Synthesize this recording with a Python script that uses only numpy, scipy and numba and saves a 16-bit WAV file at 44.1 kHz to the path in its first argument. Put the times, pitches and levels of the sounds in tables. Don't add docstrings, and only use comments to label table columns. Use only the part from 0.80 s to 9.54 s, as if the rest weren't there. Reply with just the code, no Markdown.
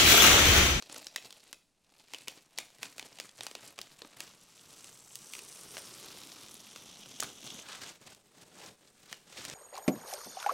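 import sys
import numpy as np
from scipy import signal
from scipy.fft import rfft, irfft
from scipy.io import wavfile
from scipy.ndimage import uniform_filter1d
from numba import njit

SR = 44100
rng = np.random.default_rng(int(sys.argv[2]) if len(sys.argv) > 2 else 0)


def inscribe(sig):
    pcm = np.round(np.clip(np.atleast_2d(sig).T, -1, 1) * 32767)
    wavfile.write(sys.argv[1], SR, pcm.astype(np.int16))


N = 385434
TIME = np.arange(N) / SR

# time in seconds, relative level in dB,
# tilt in dB per octave, ring in Hz, ring height in dB before beaming.
SNAPS = [(0.024, -12.5, -1, 4860, 7.5), (0.0974, -13.5, -3, 2370, 3), (0.1443, -15, -2, 9900, 13),
         (0.1613, -19.5, -4, 1380, 13), (0.2686, -10.5, 0.2, 5060, 8), (0.3609, -0.5, 0.7, 1980, 10.5),
         (0.382, -20, -2.5, 2900, 17), (0.5062, -20, 0.5, 3820, 11), (0.5264, -18.5, 1.5, 3390, 6),
         (0.7289, -9, -0.5, 10100, 5), (1.336, -8, -1, 2430, 4), (1.346, -11, -0.5, 2600, 13),
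         (1.475, -17.5, -4, 2240, 16), (1.4823, -4, 1, 2380, 6.5), (1.7774, -14, 0.5, 4570, 12),
         (1.786, 0, 1, 2340, 5), (2.0306, -3.5, 0.1, 1930, 9.5), (2.1817, -10, -0.3, 3710, -5),
         (2.1954, -8, 0, 2200, 10), (2.2267, -16, -2.7, 3240, 5.5), (2.387, -15, -1, 2830, 5),
         (2.3999, -5.5, 0.4, 1890, 4.5), (2.6081, -8, -1.5, 3560, 7), (2.6337, -14, -0.8, 9700, 14),
         (2.6667, -5, -0.2, 1270, 7), (2.713, -14.5, -1.5, 8350, 5), (2.752, -7.5, -1.5, 3070, 3.5),
         (2.9806, -17, -1.5, 1090, 8), (2.989, -7, -2, 2710, 3), (3.015, -11, 2.5, 3770, 6),
         (3.219, -14, -3.5, 3940, 10), (3.2482, -21.5, -6, 1070, 7.5), (3.4047, -6, 1.5, 1510, 0),
         (4.044, -19, 1, 8700, 11), (4.3555, -13.5, 6.5, 10000, -0.5), (4.5356, -12.5, 3, 2570, 12),
         (4.5514, -13.5, 2, 2470, 8.5), (4.591, -14, 2.5, 2450, 8), (4.9688, -8, -3.5, 1550, 10),
         (4.98, -11.5, -1, 9800, 8), (5.7424, -26.5, 4, 10600, 16.5), (5.9607, -12, -0.5, 1290, 7),
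         (6.4, -7, -1.5, 3930, 3), (6.4037, -8.5, 6.5, 7100, 9.5), (6.4259, -5, -2, 1310, 20.5),
         (6.434, -7.5, 0.5, 10500, 10), (7.0352, -20, 1, 1620, 22), (7.3482, -24.5, 2.5, 10000, -1),
         (8.3276, -6.5, -0.7, 1780, 8.5), (8.6514, -8, 2, 1640, 7), (8.699, -10.5, -1, 6970, 7.5)]
STRIP_STARTS_S = [0, 3.46, 6.83, 9]
# time in seconds, relative crackle level in dB,
# relative fizz level in dB.
RIP = [(3.46, -63.5, -6), (3.75, -62, -4), (3.97, -57, -2), (4.27, -61, 2), (4.42, -57.5, -0.5),
       (4.8, -54.5, 1.5), (5.25, -51.5, -4), (5.85, -55.5, -4), (6.15, -54, -6.5), (6.38, -53, -6.5),
       (6.55, -55.5, -6.5)]


def undb(db):
    return 10 ** (np.asarray(db) / 20)


def unit(x):
    return x / np.sqrt(np.mean(x ** 2))


def curves(table):
    times_s, *columns = np.transpose(table)
    return [np.interp(TIME, times_s, column) for column in columns]


def convolve(x, response):
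    return signal.oaconvolve(x, response)[:len(x)]


def bins(size=2048):
    return np.maximum(np.arange(size // 2 + 1), 0.5) * SR / size


def colour(points):
    hz, db = np.transpose(points)
    return np.interp(np.log(bins()), np.log(hz), db)


def impulse(db):
    cepstrum = irfft(np.log(undb(db)))
    half = len(cepstrum) // 2
    cepstrum[1:half] *= 2
    cepstrum[half + 1:] = 0
    return irfft(np.exp(rfft(cepstrum)))


def band(x, hz, kind, order=3):
    return signal.sosfilt(signal.butter(order, hz, kind, fs=SR, output="sos"), x)


def split(x, hz):
    return [band(band(x, hz, kind, order=4), hz, kind, order=4) for kind in ("lowpass", "highpass")]


def walk(rate_hz):
    return np.interp(TIME * rate_hz, np.arange(N // 20), rng.standard_normal(N // 20))


def steady(x, seconds=0.39):
    power = uniform_filter1d(x ** 2, int(seconds * SR))
    return x / np.sqrt(power + 1e-6 * np.mean(x ** 2))


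@njit
def resonance(x, centre_hz, width_hz):
    y, band_state, low_state = np.empty(len(x)), 0., 0.
    for i in range(len(x)):
        g, damping = np.tan(np.pi * centre_hz[i] / SR), width_hz / centre_hz[i]
        v = (band_state + g * (x[i] - low_state)) / (1 + g * (g + damping))
        band_state = 2 * v - band_state
        low_state += 2 * g * v
        y[i] = damping * v
    return y


def by_strip(values):
    spans = zip(values, STRIP_STARTS_S, STRIP_STARTS_S[1:])
    return sum(value * ((TIME >= start) & (TIME < end)) for value, start, end in spans)


def air():
    # frequency in Hz, relative level in dB.
    air_colour = [(20, -0.5), (45, -13), (200, -5.5), (400, -15.5), (1300, -22.5), (9000, -23),
                  (16000, -43.5)]
    return undb(-77) * unit(convolve(rng.standard_normal(N), impulse(colour(air_colour))))


def rumble():
    return undb(-89) * unit(band(rng.standard_normal(N), 60, "lowpass", order=1))


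def walls(tail_db=-12, t60_s=0.33, treble_t60_s=0.49, treble_db=-4):
    # nominal delay in seconds, gain in dB.
    echoes = [(.0068, -19), (0.015, -20.5), (0.0157, -20), (0.027, -33)]
    t = TIME[:SR * 2 // 3]
    noise = rng.standard_normal(len(t))
    tail = band(noise, 6000, "lowpass") * undb(-60 * t / t60_s)
    tail += band(noise, 6500, "highpass") * undb(treble_db - 60 * t / treble_t60_s)
    tail *= 1 - np.exp(-t / 0.0021)
    response = undb(tail_db) * tail / np.linalg.norm(tail)
    for (delay_s, db), shift in zip(echoes, rng.standard_normal(len(echoes))):
        response[int(delay_s * (1 + 0.03 * shift) * SR)] += undb(db)
    return response


def room(x, count=8):
    spot = np.linspace(0, count - 1, N)
    out = 0
    for k in range(count):
        share = np.sqrt(np.maximum(1 - abs(spot - k), 0))
        out = out + convolve(x * share, walls())
    return out


def bend(x, lag_s=0.000221):
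    phase = 4 * np.pi * lag_s * np.sqrt(bins() * 3000)
    return irfft(rfft(x) * np.exp(-1j * phase))


def chips(pull_db, count=70, jerky_db=33, long_db=31, downward_db=30, scatter_db=-0.5,
          low_hz=1100, high_hz=10000, ring_db=9):
    level_db = pull_db + by_strip([jerky_db, long_db, downward_db])
    rows = []
    for when, size, tilt, pitch in rng.random((count, 4)):
        db = level_db[int(when * N)] + scatter_db * (2 * size - 1)
        ring_hz = low_hz * (high_hz / low_hz) ** pitch
        rows.append((when * N / SR, db, 2 * (2 * tilt - 1), ring_hz, ring_db))
    return rows


def snaps(rows, focus, level_db=-1, shiver_db=-4, shiver_t60_s=0.0084, shiver_hz=4500, ring_octaves=0.38):
    # frequency in Hz, relative level in dB.
    snap_colour = [(40, -37), (120, -25.5), (250, -10.5), (550, -6), (1500, -11.5), (2500, -4.5),
                   (4500, -4.5), (6500, -4.5), (9500, -10.5), (14000, -17.5)]
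    hz = bins()
    octaves = np.log2(np.maximum(hz, 300) / 3000)
    out = np.zeros(N + SR)
    t = TIME[:SR // 80]
    envelope = undb(-60 * t / shiver_t60_s) * (1 - np.exp(-t / 0.0014))
    noises = rng.standard_normal((len(rows), len(t)))
    for (start_s, db, tilt_db, ring_hz, ring_db), noise in zip(rows, noises):
        peak = np.exp(-(np.log2(hz / ring_hz) / ring_octaves) ** 2)
        peak_db = ring_db * (focus * peak + (1 - focus) * 0.053)
        crack = bend(impulse(db + level_db + colour(snap_colour) + tilt_db * octaves + peak_db))
        shiver = band(noise, shiver_hz, "lowpass", order=1) * envelope
        shiver *= undb(shiver_db) / np.linalg.norm(shiver)
        start = int(start_s * SR)
        out[start:start + len(crack)] += crack + convolve(crack, shiver)
    return out[:N]


def tugs(table, attack_s, release_s):
    power = np.zeros((2, N))
    for start_s, length_s, db, thump_db in table:
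        before = np.maximum((start_s - TIME) / attack_s, 0)
        after = np.maximum((TIME - start_s - length_s) / release_s, 0)
        power += np.outer(undb([db, db + thump_db]), np.exp(-before - after)) ** 2
    return power


def pull():
    # time in seconds, relative crackle level in dB.
    creep = [(0, -57.5), (.4, -62.5), (.7, -63.5), (.8, -78), (.97, -85), (1.13, -68), (1.4, -61),
             (1.7, -70), (2.2, -61), (3.46, -63.5)]
    # start in seconds,
    # length in seconds, relative crackle level in dB, extra thump on the board in dB.
    jerks = [(.125, 0.075, -53, 4), (.43, 0.026, -55.5, 2), (1.35, .005, -56.5, -3), (1.42, 0.14, -61, 2.5),
             (1.79, 0.017, -55, 3), (2.025, .02, -51, 1.5), (2.18, 0.087, -60, 5.5),
             (2.41, 0.013, -54.5, 2), (2.625, 0.012, -51, 1.5), (2.82, 0.042, -54, 2),
             (2.99, 0.017, -61, 6), (3.225, .025, -57, 0), (3.405, 0.03, -51.5, 1), (4.54, 0.021, -50, -15),
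             (4.94, 0.042, -53, -1), (6.44, 0.018, -49, 4), (6.64, 0.15, -49.5, -0.5)]
    strokes = [(6.89, 0.21, -49.5, -0.5), (7.27, 0.045, -56.5, 2), (7.58, 0.05, -61, 2),
               (7.81, 0.058, -53, 4.5), (8.06, 0.023, -65.5, 0.5), (8.31, .01, -54, -2.5),
               (8.58, .09, -48.5, 1), (8.73, .01, -48, 5)]
    rest_db = -74
    travel_db = by_strip([curves(creep)[0], curves(RIP)[0], rest_db])
    power = undb(travel_db) ** 2
    power = power + tugs(jerks, attack_s=0.025, release_s=0.051)
    power += tugs(strokes, attack_s=0.065, release_s=0.035)
    return 10 * np.log10(power)


def glue(rate_hz, scatter_db, slip_hz, slip_db, sharpness=1.29, own_db=2):
    threads = 0
    count = int(rate_hz * N / SR)
    for hz in np.geomspace(130, 11000, 8):
        size_db = scatter_db * np.minimum(rng.exponential(size=N // 20), 5)
        size = undb(size_db) * rng.choice([-1, 1], N // 20)
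        places = rng.integers(0, N, N // 20)
        bursts = unit(np.bincount(places[:count], size[:count], N))
        pitch_hz = hz * 2 ** (0.3 * np.clip(walk(150), -2, 2))
        threads = threads + resonance(bursts, pitch_hz, hz / sharpness) * undb(own_db * walk(slip_hz))
    return threads * undb(slip_db * walk(slip_hz))


def ring(x, modes):
    return x + sum(undb(db) * resonance(x, hz * np.ones(N), float(width_hz)) for hz, width_hz, db in modes)


def lengthen(modes, peeled_s, short_s):
    short = 1 / (1 + (peeled_s / short_s) ** 4)
    return [(hz, width_hz, long_db + (short_db - long_db) * short) for hz, width_hz, short_db, long_db in modes]


def peel(bursts, spectrum, tape_db, board_db, panel_db, fizz_db, panel_growth, fizz_growth):
    harder_db = tape_db + 60
    sound = convolve(bursts, impulse(colour(spectrum)))
    rest, fizz = split(sound, 7000)
    panel, crackle = split(rest, 1000)
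    panel_level_db = board_db + panel_db + (panel_growth - 1) * harder_db
    fizz_level_db = tape_db + fizz_db + (fizz_growth - 1) * harder_db
    parts = ((crackle, tape_db), (panel, panel_level_db), (fizz, fizz_level_db))
    return sum(undb(db) * steady(part) for part, db in parts)


def jerky_strip(tape_db, board_db, crackle_db=-2.0):
    # frequency in Hz, relative level in dB.
    jerky_colour = [(40, -34), (70, -8.5), (130, -5.5), (250, -1.5), (650, -3.5), (1300, -1.5), (2600, -1),
                    (7500, -2.5), (11000, -9), (16000, -15)]
    # resonance in Hz, width in Hz, level in dB with a short flap, level in dB with a long one.
    jerky_modes = [(122, 42, -9, 3), (650, 82, 0.5, -14), (2640, 460, 0.5, -15), (4250, 1400, 4, -13)]
    threads = glue(rate_hz=900, scatter_db=3.5, slip_hz=110.4, slip_db=3.5)
    bursts = ring(threads, lengthen(jerky_modes, TIME, short_s=1.3))
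    return peel(bursts, jerky_colour, tape_db + crackle_db, board_db,
                panel_db=-8, fizz_db=-4.0, panel_growth=0.83, fizz_growth=1.15)


def long_strip(tape_db, board_db, crackle_db=-1.0, fizz_db=-0.5, board_ring_db=0,
               board_width_hz=61, first_width_hz=850, second_width_hz=1200):
    # frequency in Hz, relative level in dB.
    long_colour = [(40, 0), (70, -1), (125, 1), (200, 0.5), (420, 0), (880, -4.5), (1250, -5),
                   (1700, -10.5), (2900, -6.5), (9300, -6.5), (11000, -9), (16000, -15)]
    # time in seconds, board resonance in Hz, first flap resonance in Hz,
    # second flap resonance in Hz, flap ringing in dB.
    rip_rings = [(3.6, 131, 6000, 7500, -9), (4.4, 129, 6000, 7700, 3.5), (4.65, 434, 5900, 8800, -1),
                 (5.1, 378, 5570, 9100, -3), (5.3, 353, 3770, 5100, -13), (5.8, 208, 3600, 6000, -1),
                 (6.3, 202, 3230, 5800, 7.5), (6.78, 244, 3440, 6100, 9)]
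    board_hz, first_hz, second_hz, flap_db = curves(rip_rings)
    modes = ((board_hz, board_width_hz, board_ring_db),
             (first_hz, first_width_hz, flap_db), (second_hz, second_width_hz, flap_db))
    bursts = ring(glue(rate_hz=1800, scatter_db=3, slip_hz=216.0, slip_db=1.5), modes)
    return peel(bursts, long_colour, tape_db + crackle_db, board_db,
                panel_db=-7.0, fizz_db=fizz_db + curves(RIP)[1], panel_growth=1.0, fizz_growth=0.91)


def downward_strip(tape_db, board_db, crackle_db=0.0):
    # frequency in Hz, relative level in dB.
    downward_colour = [(40, -22), (70, -2.5), (150, -2.5), (600, -2), (1000, -6), (3000, -4), (8500, -4),
                       (10500, -12), (16000, -13.5)]
    # resonance in Hz, width in Hz, level in dB with a short flap, level in dB with a long one.
    downward_modes = [(181, 63, -2, -2), (370, 73, -16, -10), (1280, 740, 5, -12.5), (3540, 1500, -4, -23)]
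    modes = lengthen(downward_modes, TIME - STRIP_STARTS_S[2], short_s=0.19)
    bursts = ring(glue(rate_hz=1800, scatter_db=0.0, slip_hz=108.7, slip_db=3.0), modes)
    return peel(bursts, downward_colour, tape_db + crackle_db, board_db,
                panel_db=-4, fizz_db=-6, panel_growth=0.61, fizz_growth=0.67)


def strips(tape_db, board_db):
    return by_strip([strip(tape_db, board_db) for strip in (jerky_strip, long_strip, downward_strip)])


def stick(x, hold_db=-5, hold_s=0.0038):
    big_s = [start_s for start_s, db, *_ in SNAPS if db > -11]
    wait_s = np.append(big_s, np.inf)[np.searchsorted(big_s, TIME)] - TIME
    return x * undb(hold_db * np.exp(-wait_s / hold_s))


def scene():
    tape_db, board_db = pull()
    tape = stick(strips(tape_db, board_db))
    cracks = list(SNAPS) + chips(tape_db)
    direct = tape + snaps(cracks, focus=1)
    reflected = room(snaps(cracks, focus=0.84) + undb(-4.5) * tape)
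    mid = direct + reflected + air()
    side = rumble()
    return np.array([mid + side, mid - side])


def record(dry):
    return signal.sosfilt(signal.ellip(8, 0.2, 70, 16000, fs=SR, output="sos"), dry)


dry = scene()
out = record(dry)
inscribe(out)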